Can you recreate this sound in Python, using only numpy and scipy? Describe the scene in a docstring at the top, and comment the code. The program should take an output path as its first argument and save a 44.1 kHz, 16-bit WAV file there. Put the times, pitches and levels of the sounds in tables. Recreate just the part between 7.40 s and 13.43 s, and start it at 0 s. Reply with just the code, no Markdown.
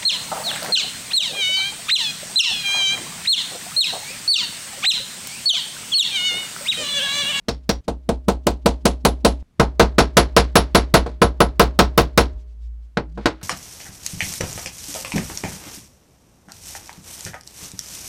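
"""A steel hammer beats a bent rod over the jaws of a bench vise, close to a microphone that overloads.
Each blow rings the vise and bench as dying sines, rocks the bench on its legs and splashes a short
clang of shaped noise round the workshop. At the end the loose rod knocks and groans in the jaws, over
a low hum and the quiet noise of the room. Two splices cut the ringing short and shift the microphone."""
import sys
import numpy as np
from scipy import signal
from scipy.fft import rfft, irfft
from scipy.io import wavfile
from scipy.ndimage import uniform_filter1d

SR = 44100
rng = np.random.default_rng(int(sys.argv[2]) if len(sys.argv) > 2 else 0)


def master_out(mix):
    """Clip the mix to full scale and print it as 16-bit PCM to the path in sys.argv[1]."""
    frames = np.transpose(np.atleast_2d(mix))
    ceiling = np.clip(frames, -1, 1)
    pcm = np.round(ceiling * 32767).astype(np.int16)
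    wavfile.write(sys.argv[1], SR, pcm)


N = 265923  # length in samples

# vise and bench top, ringing modes: pitch_hz, level_db, t60_s
BENCH_MODES = [(109.5, -20, 0.17), (147, -18, 0.21), (163.5, -30.5, 0.13), (254.8, -20, 0.28),
               (280.4, -20.5, 0.27), (336.4, -9, 0.12), (361.5, -24.5, 0.073), (390.7, -11.5, 0.091),
               (396.2, -12, 0.17), (434.5, -12.5, 0.15), (466.6, -0.5, 0.12), (547.6, -13.5, 0.17),
               (597.4, -1, 0.072), (626, -19.5, 0.21), (654, -12, 0.15), (690, -6.5, 0.08),
               (709.7, -8.5, 0.13), (776.5, -11, 0.094), (831, -13, 0.17), (907, -12, 0.15), (978, -9, .11),
               (1044.6, -8, 0.08), (1195, -9, 0.049), (1312, -12, 0.15), (1400, -10.5, 0.02),
               (1465, -9, 0.091), (1518, -17, 0.11), (1610, -20.5, 0.15)]
# splices that end the blows' ringing: time_s, fade_s
SPLICES = [(.41, .003), (2.0262, .0003)]
# microphone place before, between and after the splices: clang_tilt_db_per_octave, thump_db (at 0 dB force),
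# thump_hz, jaw_ring_db (at 0 dB clang), rebound_db (against force), head_ring_t60_s
PLACES = [(-0.1, -5, 200, 6, -50.5, .12), (4, -5.5, 190, -9, -57, 0.12),
          (-0.4, -7.5, 191, 0.5, -65.5, 0.092)]


def blow(s, force_db, clang_db, head_db, tick_db):
    """Rocking, thump and jaw ring follow force or clang and the place; head ring and tick have own levels."""
    tilt_db, thump_db, thump_hz, jaw_db, rebound_db, head_t60_s = PLACES[place_at(s)]
    rock_db = -13 + 0.66 * force_db  # rocking follows force less than in step
    soft_db = -0.44 + 0.2634 * force_db  # dB per octave: a harder blow is shorter and brighter
    thump_db = thump_db + 1.12 * force_db
    jaw_db = jaw_db + 1.16 * clang_db
    stretch = 1.123  # factor on the clang's t60
    contact = (s, force_db, rock_db, clang_db, thump_db, thump_hz, soft_db, tilt_db, tick_db, jaw_db, stretch)
    head = [(10646, head_db, head_t60_s)]  # the hammer head's one clear mode: Hz, dB, t60 s
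    rebound = (s + 0.158, force_db + rebound_db, 0.016)  # a faint scuff follows each blow
    return contact, head, rebound


def strike(contact, signs, shared):
    """One contact: a softer contact lasts longer and tilts the bench modes towards the bass."""
    s, bench_db, rock_db, clang_db, thump_db, thump_hz, soft_db, tilt_db, tick_db, jaw_db, stretch = contact
    t = np.arange(int(0.8 * SR)) / SR
    bench = gain_of(bench_db) * bench_ring(t, signs, soft_db, shared)
    rocking = gain_of(rock_db) * bench_rocking(t)
    thump = gain_of(thump_db) * vise_thump(t, thump_hz)
    jaws = gain_of(jaw_db) * jaw_ring(t)
    treble = gain_of(clang_db) * clang(t, tilt_db, stretch, shared) + gain_of(tick_db) * tick(t)
    treble *= chatter(t, depth_db=1.5)
    return s, bench + rocking + thump + jaws + treble


def bench_ring(t, signs, soft_db, shared):
    """Vise and bench top ring in their modes, with a dense low boom and faint lingering tones."""
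    # low boom of dense noise: pitch_hz, level_db_per_hz
    boom = [(60, -35.5), (130, -3), (300, -2), (600, -4.5), (1100, -3.5), (1800, -20), (3000, -40)]
    # loose sheet metal nearby: pitch_hz, level_db, t60_s
    sheet_metal = [(173, -41, 0.74), (253.4, -41.5, 0.65), (343, -40.5, 0.63), (412, -45, 1),
                   (614, -38.5, 0.71)]
    reach = gain_of(soft_db * np.log2(np.transpose(BENCH_MODES)[0] / 500))
    # the rod is never hit at quite the same place
    spot = gain_of(1.5 * rng.standard_normal(len(BENCH_MODES)))
    bench = ring(BENCH_MODES, t, signs * reach * spot, rise_turns=0.72)
    bench += gain_of(-7.5) * wash(boom, soft_db, 0.99, t, shared) * (1 - np.exp(-t / 0.00079))
    # the direct sound is stronger than what the room returns
    bench *= 1 + 0.47 * np.exp(-t / 0.0083)
    return bench + ring(sheet_metal, t, np.ones(len(sheet_metal)), rise_turns=4.5)


def bench_rocking(t):
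    """The bench rocks on its legs in a few low modes, neighbours in opposition."""
    # rocking modes: pitch_hz, level_db, t60_s
    rocking = [(39.2, -2, 0.24), (53.46, -11, 1), (61.02, 0, 0.75), (81, -1.5, 0.13)]
    return ring(rocking, t, (-1.0) ** np.arange(len(rocking)), rise_turns=0.7)


def vise_thump(t, thump_hz):
    """The bench top yields under the vise: close modes start together and drift apart."""
    # thump modes: factor_on_thump_hz, level_db, t60_s
    thump = [(.93, -2.5, 0.11), (1.03, 3.5, 0.11), (1.16, 5, 0.057)]
    return ring(np.multiply(thump, [thump_hz, 1, 1]), t, -np.ones(len(thump)), rise_turns=0.29)


def jaw_ring(t):
    """Steel jaw plates and rod end ring; the rod shifts, and the jaw modes with it."""
    # jaw modes before the shift: pitch_hz, level_db, t60_s
    jaws = [(1430, -10.5, 0.039), (1730, -10, 0.023), (2130, -7, .065), (2940, -10, 0.038),
            (3280, -13, 0.033), (3920, -10.5, 0.038), (3910, -8, 0.05), (4470, -12.5, 0.087),
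            (5490, -7, 0.14), (6190, -3.5, 0.061)]
    grip = 1 + 0.012 * rng.standard_normal((len(jaws), 1)) * [1, 0, 0]
    shares = gain_of(3.0 * rng.standard_normal(len(jaws)))  # uneven by some 3 dB
    return ring(np.multiply(jaws, grip), t, shares, rise_turns=4.0)


def clang(t, tilt_db, stretch, shared):
    """Bright splash round the workshop, strongest in its first few milliseconds."""
    # clang colour before its tilt: pitch_hz, level_db_per_hz
    spectrum = [(700, -22), (1300, -0.5), (2000, 1), (2800, -1), (4300, 3), (5500, -3), (7000, -7),
                (9700, -12), (13000, -24), (16500, -21.5)]
    onset = (1 - np.exp(-t / 0.0013)) * (1 + 2.0 * np.exp(-t / 0.0045))
    return wash(spectrum, tilt_db, stretch, t, shared) * onset


def wash(spectrum, tilt_db, stretch, t, shared):
    """Dense reflections: treble dies first, the far walls answer weakly and for longer."""
    # decay of the reflections before the stretch factor: pitch_hz, t60_s
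    decay_times = [(300, 0.18), (1000, 0.13), (3000, 0.12), (6000, 0.11), (10000, 0.088), (16000, 0.047)]
    hz, frames, z = noise(t[-1])
    # long waves repeat from blow to blow
    alike = np.clip(1 - hz / 9000, 0.5, 0.75)[:, None]
    z = alike * shared + np.sqrt(1 - alike ** 2) * z
    early_db = -60 * frames / (stretch * read(decay_times, hz))[:, None]
    late_db = -28 - 60 * frames / 0.5 - 4.5 * np.log2(1 + hz / 900)[:, None]
    decay = gain_of(early_db) + gain_of(late_db)
    colour = gain_of(read(spectrum, hz) + tilt_db * np.log2((hz + 200) / 4000))[:, None]
    x = signal.istft(z * decay * colour, nperseg=256, noverlap=192)[1][:len(t)]
    return x / np.sqrt(np.mean(x[:900] ** 2))  # rms 1 over the first 20 ms


def tick(t):
    """Steel on steel: a few milliseconds of the highest treble."""
    highpass = signal.butter(3, 10500, "high", fs=SR, output="sos")
    x = signal.sosfilt(highpass, rng.standard_normal(len(t)))
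    # thrown back by a wall some seven metres off
    echo = 0.06 * np.exp(-((t - 0.04) / 0.0017) ** 2)
    return evened(x) * (np.exp(-t / 0.0038) + 0.13 * np.exp(-t / 0.017) + echo)


def chatter(t, depth_db):
    """The rod rebounds on the jaws, so the treble comes in uneven spurts."""
    x = uniform_filter1d(rng.standard_normal(len(t)), size=130)
    x = uniform_filter1d(x, size=130)
    return gain_of(depth_db * evened(x))


def knock(s, bench_db, clang_db, thump_db, thump_hz, soft_db, tilt_db, stretch):
    """The loose rod barely rocks the bench and leaves the hammer head silent."""
    rock_db = bench_db - 26.5
    tick_db, jaw_db = clang_db - 34, clang_db - 13
    return s, bench_db, rock_db, clang_db, thump_db, thump_hz, soft_db, tilt_db, tick_db, jaw_db, stretch


def rod_ring(rod_db, top_db):
    """The loose rod rings in its own modes, the top one more or less than the rest."""
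    # rod modes: pitch_hz, level_db, t60_s
    rod = [(317, -26.5, 0.43), (4330, -25.5, 0.034), (9160, -37, 0.072), (12600, -45, .09)]
    t = np.arange(SR // 2) / SR
    extra_db = np.r_[np.zeros(len(rod) - 1), top_db]
    return ring(rod, t, gain_of(rod_db + extra_db), rise_turns=6.0)


def groan():
    """The rod drags in the jaws with a low groan."""
    # course of the groan: time_s, level_db, pitch_hz
    course = [(5.669, -48, 155), (5.74, -46, 160), (5.794, -32, 210), (5.839, -50, 198)]
    return waver(*np.transpose(course))


def scuff(s, db, half_length_s):
    """A short soft brush of bright noise, loudest at time s."""
    x = rng.standard_normal(int(2 * half_length_s * SR))
    x = signal.sosfilt(signal.butter(2, [2200, 6500], "band", fs=SR, output="sos"), x)
    return s - half_length_s, gain_of(db) * evened(x) * np.hanning(len(x))


def hum():
    """A low steady-pitched hum whose level wavers after the last blow."""
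    # course of the hum: time_s, level_db
    course = [(4.93, -27), (4.969, -22.5), (5.052, -48), (5.11, -40), (5.26, -29), (5.462, -37),
              (5.53, -48.5), (5.596, -36.5), (5.76, -33.5), (5.95, -37.5), (6.03, -60)]
    return waver(*np.transpose(course), 56.8)


def workshop():
    """Quiet rumble and hiss of the room: noise shaped in frequency."""
    # colour of the room noise: pitch_hz, level_db_per_hz (relative)
    room = [(15, -28.5), (35, -1.5), (56, -17.5), (85, -17.5), (180, -17.5), (420, -31.5), (800, -36.5),
            (2000, -42), (6000, -48.5), (12000, -54.5), (17000, -70)]
    hz = np.fft.rfftfreq(N, 1 / SR)
    x = irfft(rfft(rng.standard_normal(N)) * gain_of(read(room, hz)), N)
    return gain_of(-58.5) * evened(x)


def gain_of(db):
    """Decibels to a factor."""
    return 10 ** (np.asarray(db) / 20)


def evened(x):
    """Scales to rms 1."""
    return x / np.sqrt(np.mean(x ** 2) + 1e-20)


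def read(points, hz):
    """Reads a table on a log-frequency axis."""
    f, value = np.transpose(points)
    return np.interp(np.log(hz + 1), np.log(f + 1), value)


def ring(modes, t, shares, rise_turns):
    """Dying sines; each builds up with a time constant of rise_turns of its own cycles."""
    hz, db, t60 = np.transpose(modes)[:, :, None]
    swell = 1 - np.exp(-t * hz / rise_turns)
    fall = gain_of(db - 60 * t / t60)
    return (shares[:, None] * fall * swell * np.sin(2 * np.pi * hz * t)).sum(0)


def noise(seconds):
    """Random white short-time spectra: frequencies, frame times and complex values."""
    hz = np.fft.rfftfreq(256, 1 / SR)
    t = np.arange(int(seconds * SR / 64) + 5) * 64 / SR
    a, b = rng.standard_normal((len(t), len(hz), 2)).T
    return hz, t, a + 1j * b


def waver(s, db, hz):
    """One low tone that follows a level and a pitch curve."""
    t = np.arange(s[0], s[-1], 1 / SR)
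    pitch_hz = np.interp(t, s, hz * np.ones(len(s)))
    tone = np.sqrt(2) * np.sin(2 * np.pi * np.cumsum(pitch_hz) / SR)
    fades = signal.windows.tukey(len(t), 0.027 / (s[-1] - s[0]))
    return s[0], gain_of(np.interp(t, s, db)) * tone * fades


def place_at(s):
    """Counts the splices before time s."""
    return sum(s > cut for cut, fade in SPLICES)


def at_places(heard):
    """Colours the blows by what each microphone place favours, and sums them."""
    # frequencies of the colour curves: pitch_hz
    colour_hz = [70, 120, 170, 250, 340, 800, 1400, 2900, 5000, 9000, 14000]
    # one row for each place: level_db at each of those frequencies
    colours = [
        [0.1, 0.5, 2.5, 1.3, -2.5, 0.1, -2.5, -0.5, 3.5, 0.95, 3],
        [0.1, -5.5, 0.5, 3.4, -3, 1.4, -4.5, 2.5, -2.5, 1.2, -2.5],
        [0.1, 3, 2.2, 0.6, -1, 0.32, -0.5, 0.7, 0.3, 0.1, 3],
    ]
    hz = np.fft.rfftfreq(N, 1 / SR)
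    total = np.zeros(N)
    for blows, colour in zip(heard, colours):
        curve_db = read(np.transpose([colour_hz, colour]), hz)
        total += irfft(rfft(blows) * gain_of(curve_db), N)
    return total


def add(mix, s, sound):
    """Mixes a sound in at time s and ends it at the next splice."""
    t = s + np.arange(len(sound)) / SR
    for cut, fade in SPLICES:
        if s < cut:
            sound = sound * np.clip((cut - t) / fade, 0, 1)
    part = mix[round(s * SR):][:len(sound)]
    part += sound[:len(part)]


def scene():
    """Blows share one set of mode signs, the lowest moving together; a light knock starts all modes alike."""
    # hammer blows: start_s, force_db, clang_db, head_ring_db, tick_db
    blow_list = [(0.084, -17, -29, -56, -41.5), (0.292, -14, -24.5, -51.5, -26.5),
                 (0.48, -16.5, -37.5, -67, -54.5), (0.69, -12.5, -33.5, -57, -47),
                 (0.883, -10, -29, -56, -25.5), (1.068, -10, -25.5, -50, -20.5),
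                 (1.259, -7.5, -20.5, -40, -24), (1.454, -7.5, -20.5, -23, -22),
                 (1.65, -6, -18.5, -20, -17), (1.848, -5, -16.5, -19.5, -24), (2.197, -5, -22, -24, -38),
                 (2.396, -1.5, -16, -22, -24.5), (2.583, -2.1, -15, -16, -36),
                 (2.769, -0.9, -12.5, -6.5, -23), (2.965, -1.2, -12, -11.5, -26),
                 (3.155, -1.4, -12.5, -5, -16.5), (3.348, -1.9, -13.5, -9.5, -25),
                 (3.54, -1, -13, -10, -19.5), (3.817, -4, -18.5, -13, -35), (4.004, -3.5, -19.5, -13, -24),
                 (4.196, -1.6, -15, -17.5, -12), (4.39, -1.6, -14.5, -47.5, -16),
                 (4.577, -4, -16, -17.5, -11), (4.776, -3, -14.5, -13.5, -17)]
    # loose rod against the jaws: start_s, bench_db, clang_db, thump_db, thump_hz, bench_tilt_db_per_octave,
    # clang_tilt_db_per_octave, factor_on_clang_t60, rod_ring_db, extra_db_on_top_rod_mode
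    knock_list = [(3.662, -23.5, -45.5, -40, 167, -5, -2.5, 2, -35, -10.5),
                  (5.571, -16.5, -26.5, -19.5, 188.6, -5.5, -8.5, 0.88, -13, -14),
                  (5.775, -27, -51, -51, 167, -4.2, -6.5, 9, -35, -15),
                  (5.857, -13, -21, -17.5, 292, -1, -4, 1.02, -5.5, 1),
                  (6.013, -49, -54.5, -66, 304, 3.5, -7.5, 1.05, -25, -0.1)]
    # faint scuffs of glove and rod, the last row only a soft brush of noise leading into the loudest knock:
    # peak_s, level_db, half_length_s
    scuff_list = [(5.005, -66, 0.047), (5.106, -71.5, 0.064), (5.244, -67, 0.067), (5.444, -71.5, 0.047),
                  (5.7, -69, 0.012), (5.725, -68, 0.012), (5.759, -66, 0.023), (5.84, -65, 0.034)]
    mix = workshop()
    heard = np.zeros((len(PLACES), N))  # the blows, kept apart by microphone place
    t = np.arange(SR // 2) / SR
    shared = noise((int(0.8 * SR) - 1) / SR)[2]
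    alternating = (-1.0) ** np.arange(len(BENCH_MODES))
    signs = np.where(np.transpose(BENCH_MODES)[0] < 300, -1, alternating)
    for row in blow_list:
        contact, head, rebound = blow(*row)
        add(heard[place_at(row[0])], *strike(contact, signs, shared))
        add(mix, row[0], ring(head, t, np.ones(1), rise_turns=110.0))
        add(mix, *scuff(*rebound))
    mix += at_places(heard)
    for *row, rod_db, top_db in knock_list:
        add(mix, *strike(knock(*row), -np.ones(len(BENCH_MODES)), shared))
        add(mix, row[0], rod_ring(rod_db, top_db))
    for row in scuff_list:
        add(mix, *scuff(*row))
    add(mix, *hum())
    add(mix, *groan())
    return mix[None]


def record(dry):
    """The microphone's input stage clips with a hard knee; then a low-pass limits the band."""
    overload, edge_hz = 0.63, 16300  # overload as a fraction of full scale
    clipped = dry / (1 + abs(dry / overload) ** 6.0) ** (1 / 6.0)
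    lowpass = signal.firwin(255, edge_hz, window=("kaiser", 9), fs=SR)
    return signal.oaconvolve(clipped, lowpass[None], "same")


dry = scene()
out = record(dry)
master_out(out)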